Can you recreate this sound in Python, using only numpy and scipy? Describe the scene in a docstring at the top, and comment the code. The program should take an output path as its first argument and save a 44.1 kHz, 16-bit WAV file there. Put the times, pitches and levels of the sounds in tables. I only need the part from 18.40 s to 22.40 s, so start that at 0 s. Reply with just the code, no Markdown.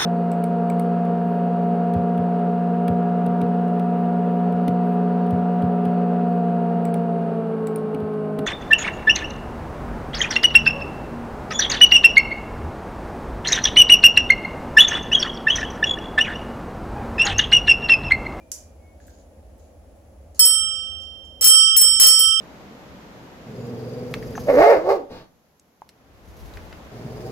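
"""A living room, where a small steel bell on a trike's handlebar is rung by hand, close up.
The lever clicks once, then flings the striker against the dome in quick clusters of bright dings.
The dome's paired modes beat and shimmer, the works rattle, the mount knocks and the room answers.
Faint handling sounds sit on a bed of air and low hum; a fast limiter catches the loudest dings."""
import sys
import numpy as np
from scipy import signal
from scipy.fft import rfft, irfft, next_fast_len
from scipy.io import wavfile
from scipy.ndimage import uniform_filter1d, minimum_filter1d, map_coordinates

SR = 44100
rng = np.random.default_rng(int(sys.argv[2]) if len(sys.argv) > 2 else 0)


def persist_wave(psi):
    """Save psi, clipped to +-1, as 16-bit WAV."""
    counts = np.round(np.clip(psi, -1, 1) * 32767).astype(np.int16)
    wavfile.write(sys.argv[1], SR, np.atleast_2d(counts).T)


N = 176400

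# the dome's partials, most in close pairs: f/Hz
MODE_HZ = [1305, 2611, 3137.6, 3124, 4441, 5398.3, 5339.4, 6277, 8071.3, 7977, 11206, 11030, 13468, 14802,
           14520]
# their voicing, in the same order: level/dB, t60/s, left-right/dB, share of a strike's twin boost
DOME_MODES = [(-29, 1.3, -5.5, 0.21), (-61, 1.4, -3, 1), (-18, 1.81, -13.5, 0.2), (-34, 1.8, 15.5, 1),
              (-33.5, 0.72, -7, 1), (-12.5, 1.13, -8.5, 0.15), (-17.5, 1.57, 0, 0.88),
              (-43, 1.1, -10.5, 0.86), (-9.5, 0.62, -9.5, 0), (-20.5, 0.62, 18, 1), (-10, 0.32, 16, 0.33),
              (-15, 0.29, 11, 1), (-48, 0.43, -1.5, 0.88), (-5.5, 0.13, 11.5, 0.18), (-29, .25, -2.5, 1)]
# striker hits, each coloured by where it lands:
# t/s, ring/dB, twin boost/dB, tilt/(dB per octave), middle boost/dB, clack/dB, share of old ring kept
STRIKES = [(1.9932, 0.5, -6.5, 2, 4.5, -16.5, 1), (2.051, -0.5, -8, 1.5, -13, -28, 0.39),
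           (3.0105, -4, -24.5, -2, 6.5, -25.5, 1), (3.0423, -3.5, 7.5, 0.5, 4.5, -14, 0.77),
           (3.0723, 4.5, 3, -1, -7, -13, 0.6), (3.3654, -5, -16, 9.5, 13, -14.5, 0.17),
           (3.412, 1, -7.5, 3, 1.5, -19.5, 0.32), (3.599, 3.5, 1.5, -0.5, 2, -9, 0.38),
           (3.666, 0.5, -7, 3.5, 9, -21, 0.83), (3.791, -1.5, 1, -0.5, -2, -20, 0.19)]
# the works rattling while the striker spins: t/s, level/dB, length/s
SPINS = [(1.995, -36.5, 0.077), (3.02, -27.5, 0.074), (3.37, -36.5, 0.067), (3.603, -25, 0.082)]
# the lever moving without a ding: t/s, level/dB, length/s
SCRAPES = [(1.945, -57, 0.044), (2.345, -51, 0.011), (2.606, -56, 0.013), (2.835, -66, .02),
           (3.5596, -32, .008), (3.9811, -47, .01)]
# colour of the clacks, rattles and scrapes: f/Hz, level/dB
WORKS_EQ = [(150, -27.5), (350, -13.5), (500, -3.5), (800, -11), (1500, -8.5), (2400, -7), (3400, -12.5),
            (4500, -3.5), (7000, 6), (9000, -6.5), (10500, 5), (13000, -5), (14700, 4.5), (16000, -16.5)]
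# the housing's broad resonances: f/Hz, half width/Hz, gain/dB
HOUSING_PEAKS = [(520, 26, 3.5), (1850, 130, -0.5), (4550, 370, 6.5), (7150, 230, 3.5)]
# colour of the lever's click: f/Hz, level/dB
CLICK_EQ = [(590, -48), (1000, -24), (1320, -31), (1830, -22), (3890, -29), (5190, -7), (6700, -4),
            (8750, -14.5), (10400, -6.5), (16000, -32)]
# fingers brushing the bell: t/s, level/dB, length/s
RUBS = [(.6, -65.5, 0.11), (.72, -66.5, 0.097), (1.19, -70, 0.076)]
# colour of the brushing: f/Hz, level/dB
RUB_EQ = [(1500, -20), (4500, -5.5), (5800, -7), (6900, 4.5), (7800, -14), (11000, -22), (16000, -36)]
# a fingernail on the damped dome: t/s, level/dB
NAIL_TAPS = [(0.669, -56), (1.18, -65), (1.56, -68)]
# tiny plastic creaks: t/s, level/dB, f/Hz
CREAKS = [(0.602, -47, 1660), (.682, -45, 1586)]
# faint far-off tones: centre t/s, level/dB, f/Hz, half length/s
FAR_TONES = [(0.018, -62.5, 2390, 0.023), (0.173, -73, 2400, 0.18), (.47, -63.5, 2200, 0.061)]
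# the room's decay: f/Hz, t60/s
ROOM_DECAY = [(300, 0.66), (2000, 0.48), (7000, 0.31), (11000, 0.29), (15000, .27)]
# colour of the room's air: f/Hz, level/dB
AIR_EQ = [(25, -34.5), (50, -5.5), (70, -1.5), (90, -12), (127, -22.5), (180, -18.5), (270, -16),
          (400, -24.5), (550, -14.5), (750, -22.5), (1000, -32.5), (1500, -38.5), (2200, -40.5),
          (4000, -47), (7000, -44), (9000, -51.5), (10500, -41), (12500, -51.5), (16000, -52)]
# the air's stereo image, narrow lows and wide highs: f/Hz, left-right correlation
AIR_CORRELATION = [(60, .94), (150, 1), (600, 0.64), (2000, 0.071), (8000, 0.042)]

MIDDLE_HZ, MIDDLE_OCTAVES = 5660, 0.14  # the band that answers most to where the striker lands
SPOT_DB = 2.1  # no two hits land on quite the same spot
BLOOM_DB, BLOOM_S = 6, 0.049  # the ring fills out just after each hit
ATTACK_S, LOW_ATTACK_S, LOW_BELOW_HZ = 0.00086, 0.0065, 4000  # lows build while the striker chatters
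SPREAD_RAD, DRIFT_RAD = 1.61, 0.67  # a mode's left-right phase gap, and its scatter per hit
CLACK_T60, TICKS_PER_S, SCRAPE_TOP_HZ = 0.029, 730, 10040
WORKS_PAN_DB, WORKS_CROSSFEED = -1, 0.17
RIPPLE_DB, RIPPLE_STEP_HZ, RIPPLE_FULL_HZ = 3.5, 50, 1200  # the housing's fine resonances
KNOCK_HZ, KNOCK_T60, KNOCK_DB = 510, 0.076, -36.5
CLICK_AT_S, CLICK_DB, CLICK_T60, CLICK_PAN_DB = 0.1167, -22.5, 0.031, -4
NAIL_T60, NAIL_ABOVE_HZ, CREAK_T60 = 0.071, 7500, 0.015
RING_WET_DB, WORKS_WET_DB, LIGHT_WET_DB = -12.5, -1, -1
AIR_DB, HUM_HZ, HUM_WIDTH_HZ, HUM_DB = -49, 75.7, 10.5, -53
CEILING, HOLD_S, TOP_HZ = 1.0, 0.0017, 16300


def dome():
    """The hero ding: each hit keeps a share of the old ring, feeds every mode and nudges its phase."""
    t, out = np.arange(N) / SR, np.zeros((2, N))
    starts = [round(s * SR) for s, *_ in STRIKES] + [N]
    for hz, (db, t60, pan_db, twin) in zip(MODE_HZ, DOME_MODES):
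        octaves = np.log2(hz / MIDDLE_HZ)
        middle = np.exp(-(octaves / MIDDLE_OCTAVES) ** 2)
        attack_s = LOW_ATTACK_S if hz < LOW_BELOW_HZ else ATTACK_S
        phase = rng.uniform(0, 2 * np.pi)
        spread = rng.choice([-1, 1]) * SPREAD_RAD
        ringing = 0
        for strike, a, b in zip(STRIKES, starts, starts[1:]):
            _, ring_db, twin_db, tilt_db, middle_db, _, kept = strike
            age = t[:b - a]
            old_ring = kept * ringing
            colour_db = twin * twin_db + tilt_db * octaves + middle_db * middle
            hit_db = db + ring_db + colour_db + SPOT_DB * rng.standard_normal()
            bloom = amp(hit_db - BLOOM_DB * np.exp(-age / BLOOM_S))
            new_ring = bloom * (1 - np.exp(-age / attack_s))
            envelope = np.hypot(old_ring, new_ring) * np.exp(-np.log(1000) * age / t60)
            phase += rng.uniform(-1, 1) * np.arctan2(bloom[0], old_ring)
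            stereo_phase = np.array([[0.5], [-0.5]]) * (spread + DRIFT_RAD * rng.standard_normal())
            out[:, a:b] += pan(pan_db) * envelope * np.sin(2 * np.pi * hz * t[a:b] + phase + stereo_phase)
            ringing = envelope[-1]
    return out


def works():
    """The mechanical layer: striker clacks, spinning gears and duller lever scrapes in one housing."""
    clacks = sum(amp(db) * fall(s, CLACK_T60) for s, *_, db, _ in STRIKES)
    scrapes = noise(WORKS_EQ) * rattle(SCRAPES)
    dull_scrapes = filtered(scrapes, lambda hz: 1 / (1 + (hz / SCRAPE_TOP_HZ) ** 4))
    drive = noise(WORKS_EQ) * np.hypot(clacks, rattle(SPINS)) + dull_scrapes
    return pan(WORKS_PAN_DB) * housing(drive + WORKS_CROSSFEED * drive[::-1])


def rattle(bursts):
    """A gritty envelope: tiny uneven ticks, gated into bursts."""
    t = np.arange(N) / SR
    ticks = (rng.random(N) < TICKS_PER_S / SR) * rng.uniform(0.17, 1, N)
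    grit = unit(signal.lfilter([1], [1, -np.exp(-1 / (0.0021 * SR))], ticks))
    gate = np.zeros(N)
    for s, db, length in bursts:
        attack = np.clip((t - s) / 0.0033, 0, 1)
        release = np.exp(-np.maximum(t - s - length, 0) / 0.01)
        gate += amp(db) * attack * release
    return (0.13 + grit) * gate


def housing(x, size=8192):
    """The housing adds body: a few broad resonances, with many finer ones in the treble."""
    hz = np.fft.rfftfreq(size, 1 / SR)
    ripple = map_coordinates(rng.standard_normal(2000), [hz / RIPPLE_STEP_HZ], mode="mirror")
    fine_db = RIPPLE_DB * ripple * np.minimum(1, hz / RIPPLE_FULL_HZ)
    broad_db = sum(db / (1 + ((hz - f) / width) ** 2) for f, width, db in HOUSING_PEAKS)
    # minimum phase, so the ringing follows each transient
    cepstrum = irfft(np.log(amp(fine_db + broad_db)))
    fold = np.r_[1, np.full(size // 2 - 1, 2), np.zeros(size // 2)]
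    impulse = irfft(np.exp(rfft(cepstrum * fold)))
    return signal.fftconvolve(x, impulse[None], axes=1)[:, :N]


def mount_knocks():
    """Every hit gives the mount a short, hollow knock."""
    t = np.arange(N) / SR
    knocks = sum(fall(s, KNOCK_T60) * np.sin(2 * np.pi * KNOCK_HZ * (t - s)) for s, *_ in STRIKES)
    return amp(KNOCK_DB) * knocks


def lever_click():
    """A light plastic click that leaves the dome silent."""
    return pan(CLICK_PAN_DB) * amp(CLICK_DB) * fall(CLICK_AT_S, CLICK_T60) * noise(CLICK_EQ)


def handling():
    """Close foley: fingers brush the bell, a nail tinkles its top modes and plastic creaks."""
    t = np.arange(N) / SR
    top_modes = unit(sum(np.sin(2 * np.pi * hz * t) for hz in MODE_HZ if hz > NAIL_ABOVE_HZ))
    tinkles = top_modes * sum(amp(db) * fall(s, NAIL_T60) for s, db in NAIL_TAPS)
    creaks = sum(amp(db) * fall(s, CREAK_T60) * np.sin(2 * np.pi * hz * t) for s, db, hz in CREAKS)
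    return noise(RUB_EQ) * rattle(RUBS) + tinkles + creaks


def far_tones():
    """Faint pure tones swell and fade in the distance."""
    t = np.arange(N) / SR
    return sum(amp(db) * np.exp(-((t - s) / half) ** 2) * np.sin(2 * np.pi * hz * t)
               for s, db, hz, half in FAR_TONES)


def in_room(x, wet_db):
    """The direct sound plus a short room tail whose treble dies first."""
    hz, t, spectra = signal.stft(rng.standard_normal((2, SR * 3 // 4)), SR, nperseg=256)
    decay = np.exp(-np.log(1000) * t / along(ROOM_DECAY, hz)[:, None])
    _, tail = signal.istft(spectra * decay, SR, nperseg=256)
    tail = np.pad(tail, ((0, 0), (130, 0)))  # 3 ms pre-delay
    return x + amp(wet_db) * signal.fftconvolve(x, tail / np.linalg.norm(tail[0]), axes=1)[:, :N]


def room_tone():
    """The bed: soft air over a low, wavering hum."""
    def mid_side_gains(hz):
        angle = np.arccos(along(AIR_CORRELATION, hz)) / 2
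        return np.array([np.cos(angle), np.sin(angle)])

    mid, side = filtered(noise(AIR_EQ), mid_side_gains)
    air = np.array([mid + side, mid - side])
    hum = filtered(rng.standard_normal(N), lambda hz: 1 / (1 + ((hz - HUM_HZ) / HUM_WIDTH_HZ) ** 2))
    return amp(AIR_DB) * unit(air) + amp(HUM_DB) * unit(hum)


def amp(db):
    """Decibels to gain."""
    return 10 ** (np.asarray(db) / 20)


def unit(x):
    """x at an rms of 1."""
    return x / np.sqrt(np.mean(x ** 2) + 1e-20)


def along(points, hz):
    """A breakpoint curve read on a log frequency axis."""
    point_hz, values = np.transpose(points)
    return np.interp(np.log(hz + 1), np.log(point_hz + 1), values)


def pan(db):
    """Stereo gains for a level difference; positive leans left."""
    return amp(np.array([[db], [-db]]) / 2)


def filtered(x, response):
    """Zero-phase EQ with the gain response(hz)."""
    size = next_fast_len(N + SR // 2)
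    return irfft(rfft(x, size) * response(np.fft.rfftfreq(size, 1 / SR)), size)[..., :N]


def noise(eq):
    """Wide stereo noise, coloured by an EQ curve, at an rms of 1."""
    return unit(filtered(rng.standard_normal((2, N)), lambda hz: amp(along(eq, hz))))


def fall(s, t60):
    """A percussive envelope that jumps to 1 at time s and dies away."""
    age = np.arange(N) / SR - s
    return (age >= 0) * np.exp(-np.log(1000) * np.maximum(age, 0) / t60)


def scene():
    """The mix: a fairly dry ring up front, wetter mechanics and light details, room tone beneath."""
    light = lever_click() + handling() + far_tones()
    ring = in_room(dome(), RING_WET_DB)
    mechanics = in_room(works() + mount_knocks(), WORKS_WET_DB)
    return ring + mechanics + in_room(light, LIGHT_WET_DB) + room_tone()


def record(dry):
    """The master chain: a fast peak limiter, then a steep low-pass."""
    hold = int(HOLD_S * SR)
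    needed = np.minimum(1, CEILING / (np.abs(dry).max(axis=0) + 1e-9))
    gain = uniform_filter1d(minimum_filter1d(needed, hold), hold)
    return filtered(dry * gain, lambda hz: 1 / (1 + (hz / TOP_HZ) ** 120))


dry = scene()
out = record(dry)
persist_wave(out)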